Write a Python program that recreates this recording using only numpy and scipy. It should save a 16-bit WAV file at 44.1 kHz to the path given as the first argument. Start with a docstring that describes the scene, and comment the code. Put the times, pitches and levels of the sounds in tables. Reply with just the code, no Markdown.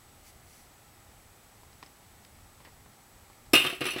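"""Still outdoor air with a thin whine, then two soft sleeve rustles and a few faint ticks and scuffs.
At 3.5 s a metal drain pipe, tossed into a bowl of scrap on a truck's tailgate, lands hard, chatters,
hops and falls back. Each contact excites damped modes (tailgate thud, bowl ring, pipe ping) and
noise bursts (loose scrap clashing). Truck bed and nearby walls add short reflections."""
import sys
import numpy as np
from scipy import signal
from scipy.fft import rfft, irfft
from scipy.io import wavfile
from scipy.ndimage import map_coordinates

SR = 44100
rng = np.random.default_rng(int(sys.argv[2]) if len(sys.argv) > 2 else 0)


def bounce(signal):
    """Save signal as a 16-bit WAV file at the path given by the first command-line argument."""
    frames = np.transpose(np.atleast_2d(signal))
    limited = np.clip(frames, -1, 1)
    pcm = np.round(limited * 32767).astype(np.int16)
    wavfile.write(sys.argv[1], SR, pcm)


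N = 176400
EVENT_N = int(.6 * SR)
EVENT_T = np.arange(EVENT_N) / SR
WANDER_STEP_S = 1 / 9.03


def amp(db):
    """Decibels to gain."""
    return 10 ** (np.asarray(db) / 20)


def add(mix, start_s, sound):
    """Mix a sound in at start_s."""
    part = mix[max(round(start_s * SR), 0):][:len(sound)]
    part += sound[:len(part)]


def cut(x, hz, kind, order=2):
    """Butterworth filter."""
    return signal.sosfilt(signal.butter(order, hz, kind, fs=SR, output="sos"), x)


def fade(t60_s):
    """Exponential decay, -60 dB at t60_s."""
    return np.exp(-np.log(1000) * EVENT_T / t60_s)


def rise(tau_s):
    """Soft onset of a blow."""
    return 1 - np.exp(-EVENT_T / tau_s)


def noise(spectrum, size=EVENT_N, ripple_db=0):
    """Unit-rms noise with the given spectral shape."""
    bins_hz = np.fft.rfftfreq(size, 1 / SR)
    hz, db = np.transpose(spectrum)
    shape = amp(np.interp(np.log(bins_hz + 1), np.log(hz), db) + ripple_db)
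    x = irfft(rfft(rng.standard_normal(size)) * shape, size)
    return x / np.sqrt(np.mean(x ** 2) + 1e-20)


def wander(axis, step):
    """Smooth random curve, one knot per step."""
    return map_coordinates(rng.standard_normal(4096), [axis / step], order=3, mode="wrap")


def ring(modes, opposed=True, spot_db=4):
    """One blow on damped modes; levels vary with the spot struck. Opposed neighbours make it bloom."""
    hz, db, t60_s = np.transpose(modes)
    weights = amp(db + spot_db * rng.standard_normal(len(hz))) / np.linalg.norm(amp(db))
    if opposed:
        weights *= (-1) ** np.arange(len(hz))
    waves = sum(w * fade(d) * np.sin(2 * np.pi * f * EVENT_T) for w, f, d in zip(weights, hz, t60_s))
    return np.sqrt(2) * rise(tau_s=0.00061) * waves


def air(level_db=-56.5, rumble_hz=198, swell_db=3):
    """Outdoor hush with an uneven rumble."""
    # (frequency [Hz], density [dB])
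    spectrum = [(12, -33), (20, -4), (98, 0), (160, -8), (250, -9), (494, -13.5), (672, -12.5), (790, -10),
                (1050, -15.5), (1290, -13), (1590, -18), (1900, -16), (2710, -20.5), (5750, -22.5),
                (7000, -22.5), (8500, -22), (15700, -25)]
    hush = amp(level_db) * noise(spectrum, N)
    rumble = signal.sosfiltfilt(signal.butter(2, rumble_hz, fs=SR, output="sos"), hush)
    swell = amp(swell_db * wander(np.arange(N) / SR, WANDER_STEP_S))
    return hush + rumble * (swell - 1)


def whine(waver_hz=0.69):
    """Low hum and thin electrical whine, wavering slightly in pitch."""
    # (frequency [Hz], rms level [dB])
    tones = [(107.7, -74.5), (812.9, -75.5), (7777, -100), (7837, -73), (7897, -75), (7957, -95)]
    drift_hz = waver_hz * wander(np.arange(N) / SR, WANDER_STEP_S)
    out = np.zeros(N)
    for hz, db in tones:
        cycles = np.cumsum(hz + drift_hz) / SR + rng.random()
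        out += np.sqrt(2) * amp(db) * np.sin(2 * np.pi * cycles)
    return out


def rustles():
    """A sleeve brushes softly, swelling and fading."""
    # (time [s], length [s], level [dB])
    strokes = [(.235, .09, -56.5), (.42, 0.27, -60)]
    # (frequency [Hz], density [dB])
    cloth_spectrum = [(800, -20), (1500, -9), (2050, 3.5), (3200, -5), (4000, -4), (4550, 3), (5200, 0),
                      (5900, 2.5), (7000, -3), (10500, 0), (15000, -7)]
    out = np.zeros(N)
    for start_s, length_s, db in strokes:
        swell = np.sin(np.pi * np.minimum(EVENT_T / length_s, 1))
        add(out, start_s, amp(db) * swell * noise(cloth_spectrum))
    return out


def ticks():
    """Faint knocks and scuffs: decaying bursts of dull and bright noise."""
    # (time [s], dull level [dB], bright level [dB], t60 [s], low-pass [Hz])
    knocks = [(1.632, -49.5, -54, 0.034, 3000), (1.73, -71, -52, 0.024, 7000),
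              (1.8276, -36, -40.5, 0.018, 5030), (1.834, -49.5, -47, 0.031, 6000),
              (1.862, -54, -50, .03, 7000), (2.249, -64, -45.5, 0.02, 9000), (2.603, -55, -54, 0.065, 3000),
              (2.649, -54.5, -45, .14, 2510), (2.672, -51, -66, 0.077, 2200),
              (2.861, -52.5, -70, .04, 1990), (3.300, -50.5, -53, 0.035, 2940),
              (3.330, -60, -52, 0.034, 3030), (3.462, -64, -59, .05, 7000)]
    # spectra (frequency [Hz], density [dB])
    dull = [(100, -4), (300, 3), (650, -1), (1050, 4), (1500, -21.5), (3000, -19), (8000, -32)]
    bright = [(500, -34), (1500, -13), (1950, -1.5), (2500, -6.5), (3300, -10), (4600, -6.5), (5300, -1),
              (6000, -22), (9000, -10), (15000, -24)]
    out = np.zeros(N)
    for start_s, dull_db, bright_db, t60_s, top_hz in knocks:
        burst = amp(dull_db) * noise(dull) + amp(bright_db) * noise(bright)
        add(out, start_s, cut(fade(t60_s) * burst, top_hz, "lowpass"))
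    return out


def scrap(clash_db, sizzle_db, ripple_db):
    """Crowded resonances of loose scrap: a clash and a shorter treble sizzle, each with a quiet tail."""
    # (frequency [Hz], density [dB])
    clash_spectrum = [(90, -4.5), (160, -2.5), (210, -25), (330, 4), (600, -4), (800, -2), (950, -8),
                      (1200, 1.5), (1400, -5.5), (1600, 0.5), (1900, -0.5), (2300, -1), (2800, 6.5),
                      (3400, -4), (4200, -4.5), (5000, -11.5), (6500, -24), (16000, -60)]
    sizzle_spectrum = [(2500, -42), (4400, -14), (5000, -9), (5330, 7.5), (5600, -7), (6000, 3),
                       (6450, -13), (6900, -11), (7300, -2.5), (7850, 5), (8250, 0), (8600, 0.5), (9500, 3),
                       (10300, 2.5), (11300, 4), (11900, -8), (12700, 5.5), (13800, -9), (15600, -3.5)]
    tail_gain = amp(-11)
    tail = tail_gain * fade(t60_s=0.38)
    clash = amp(clash_db) * noise(clash_spectrum, ripple_db=ripple_db) * (fade(t60_s=0.14) + tail)
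    sizzle = amp(sizzle_db) * noise(sizzle_spectrum, ripple_db=ripple_db) * (fade(t60_s=0.047) + tail)
    return rise(tau_s=0.00065) * (clash + sizzle) / (1 + tail_gain)


def clatter():
    """Each pipe contact shakes the scrap, thumps the tailgate and rings bowl and pipe."""
    # (time [s], tailgate [dB], clash [dB], sizzle [dB], bowl [dB], pipe [dB])
    contacts = [(3.5330, -25, -24.5, -20, -24.5, -33), (3.5361, -18, -15.5, -24.5, -28, -26),
                (3.5400, -26, -23.5, -36, -28, -45), (3.5520, -52, -26.5, -23, -17.5, -38),
                (3.5548, -59, -34.5, -40, -21, -33.5), (3.5725, -50, -28.5, -48, -22.5, -57),
                (3.5976, -58, -35, -38, -30, -50), (3.6150, -50, -34, -51, -26.5, -58),
                (3.6402, -49, -29.5, -37, -60, -52), (3.6480, -31.5, -29, -38, -64, -52),
                (3.6640, -35.5, -30.5, -34.5, -28, -58), (3.6980, -41, -36, -43, -39.5, -47),
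                (3.7270, -36.5, -41, -53, -40.5, -58), (3.7500, -55, -53, -49, -63, -62),
                (3.8069, -38, -35, -38.5, -48.5, -53), (3.8136, -30.5, -31.5, -47, -41, -59),
                (3.8400, -50, -35, -42, -44, -58), (3.8539, -36.5, -29.5, -34.5, -37, -50),
                (3.8650, -38, -37, -49, -32.5, -39), (3.885, -40, -32, -41, -39.5, -60),
                (3.9050, -49, -46, -41, -34, -40.5), (3.917, -55, -55, -46, -41, -46),
                (3.934, -43.5, -38.5, -45, -43, -58), (3.9620, -30, -34.5, -49, -51, -62),
                (3.983, -52, -33.5, -44, -36, -58)]
    # (frequency [Hz], relative level [dB], t60 [s])
    tailgate_modes = [(149.6, -12.5, 0.12), (273, -9, 0.067), (324, -2, 0.061), (363.7, -1.5, 0.096),
                      (479, -5.5, 0.059), (687, -8.5, 0.095)]
    bowl_modes = [(2458, -3, .15), (2501, -11, .15), (2559, -10, .24), (2611, -3, .26), (2670, -3, .26),
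                  (2719, -12, .17), (2776, -4, .13), (2836, 0, .19), (2872, -7, .14), (3019, -7, .24),
                  (3043, -12, .2), (3080, -12, .18), (3141, -10, .14), (3345, -13, .14), (3626, -6.5, .18),
                  (3748, -15, .23)]
    pipe_modes = [(4070, -9, .18), (4352, -8, .18), (5320, -8, .08), (5895, -7, .1), (5985, -4, .09),
                  (7908, -16, .15), (8511, -11, .15), (10100, -7, .13), (10366, 0, .07), (10480, -7, .09),
                  (10648, -11, .11), (12656, -16, .14), (13211, -17, .15)]
    clink_modes = [(5310, 3, 0.048), (5338, -5, 0.042)]
    bins_hz = np.fft.rfftfreq(EVENT_N, 1 / SR)
    ripple_db = 3.0 * wander(bins_hz, step=29.75)  # same scrap resonances at every contact
    out = np.zeros(N)
    for start_s, tailgate_db, clash_db, sizzle_db, bowl_db, pipe_db in contacts:
        blow = scrap(clash_db, sizzle_db, ripple_db)
        blow += amp(tailgate_db) * ring(tailgate_modes, opposed=False)
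        blow += amp(bowl_db) * ring(bowl_modes)
        blow += amp(pipe_db) * ring(pipe_modes)
        add(out, start_s, blow)
    clink = amp(-24.5) * ring(clink_modes, opposed=False)  # small part knocked on landing
    add(out, 3.5345, clink)
    return cut(out, hz=98, kind="highpass", order=3)


def yard(x, level_db=-13.5, delay_s=.012, tap_density=.04):
    """Sparse, short reflections from the truck bed and nearby walls."""
    taps = rng.standard_normal(EVENT_N) * (rng.random(EVENT_N) < tap_density)
    taps *= fade(t60_s=0.39) * (EVENT_T > delay_s)
    return amp(level_db) * signal.fftconvolve(x, taps / np.linalg.norm(taps))[:N]


def scene():
    """Near sources and their reflections over air and whine, mono."""
    near = clatter() + ticks() + rustles()
    return (near + yard(near) + air() + whine())[None]


def record(dry):
    """Round off the highest peaks, then limit the band."""
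    ceiling = amp(5.5)
    rounded = ceiling * np.tanh(dry / ceiling)
    lowpass = signal.firwin(601, cutoff=15850, window=("kaiser", 9), fs=SR)
    return signal.oaconvolve(rounded, lowpass[None], "same")


dry = scene()
out = record(dry)
bounce(out)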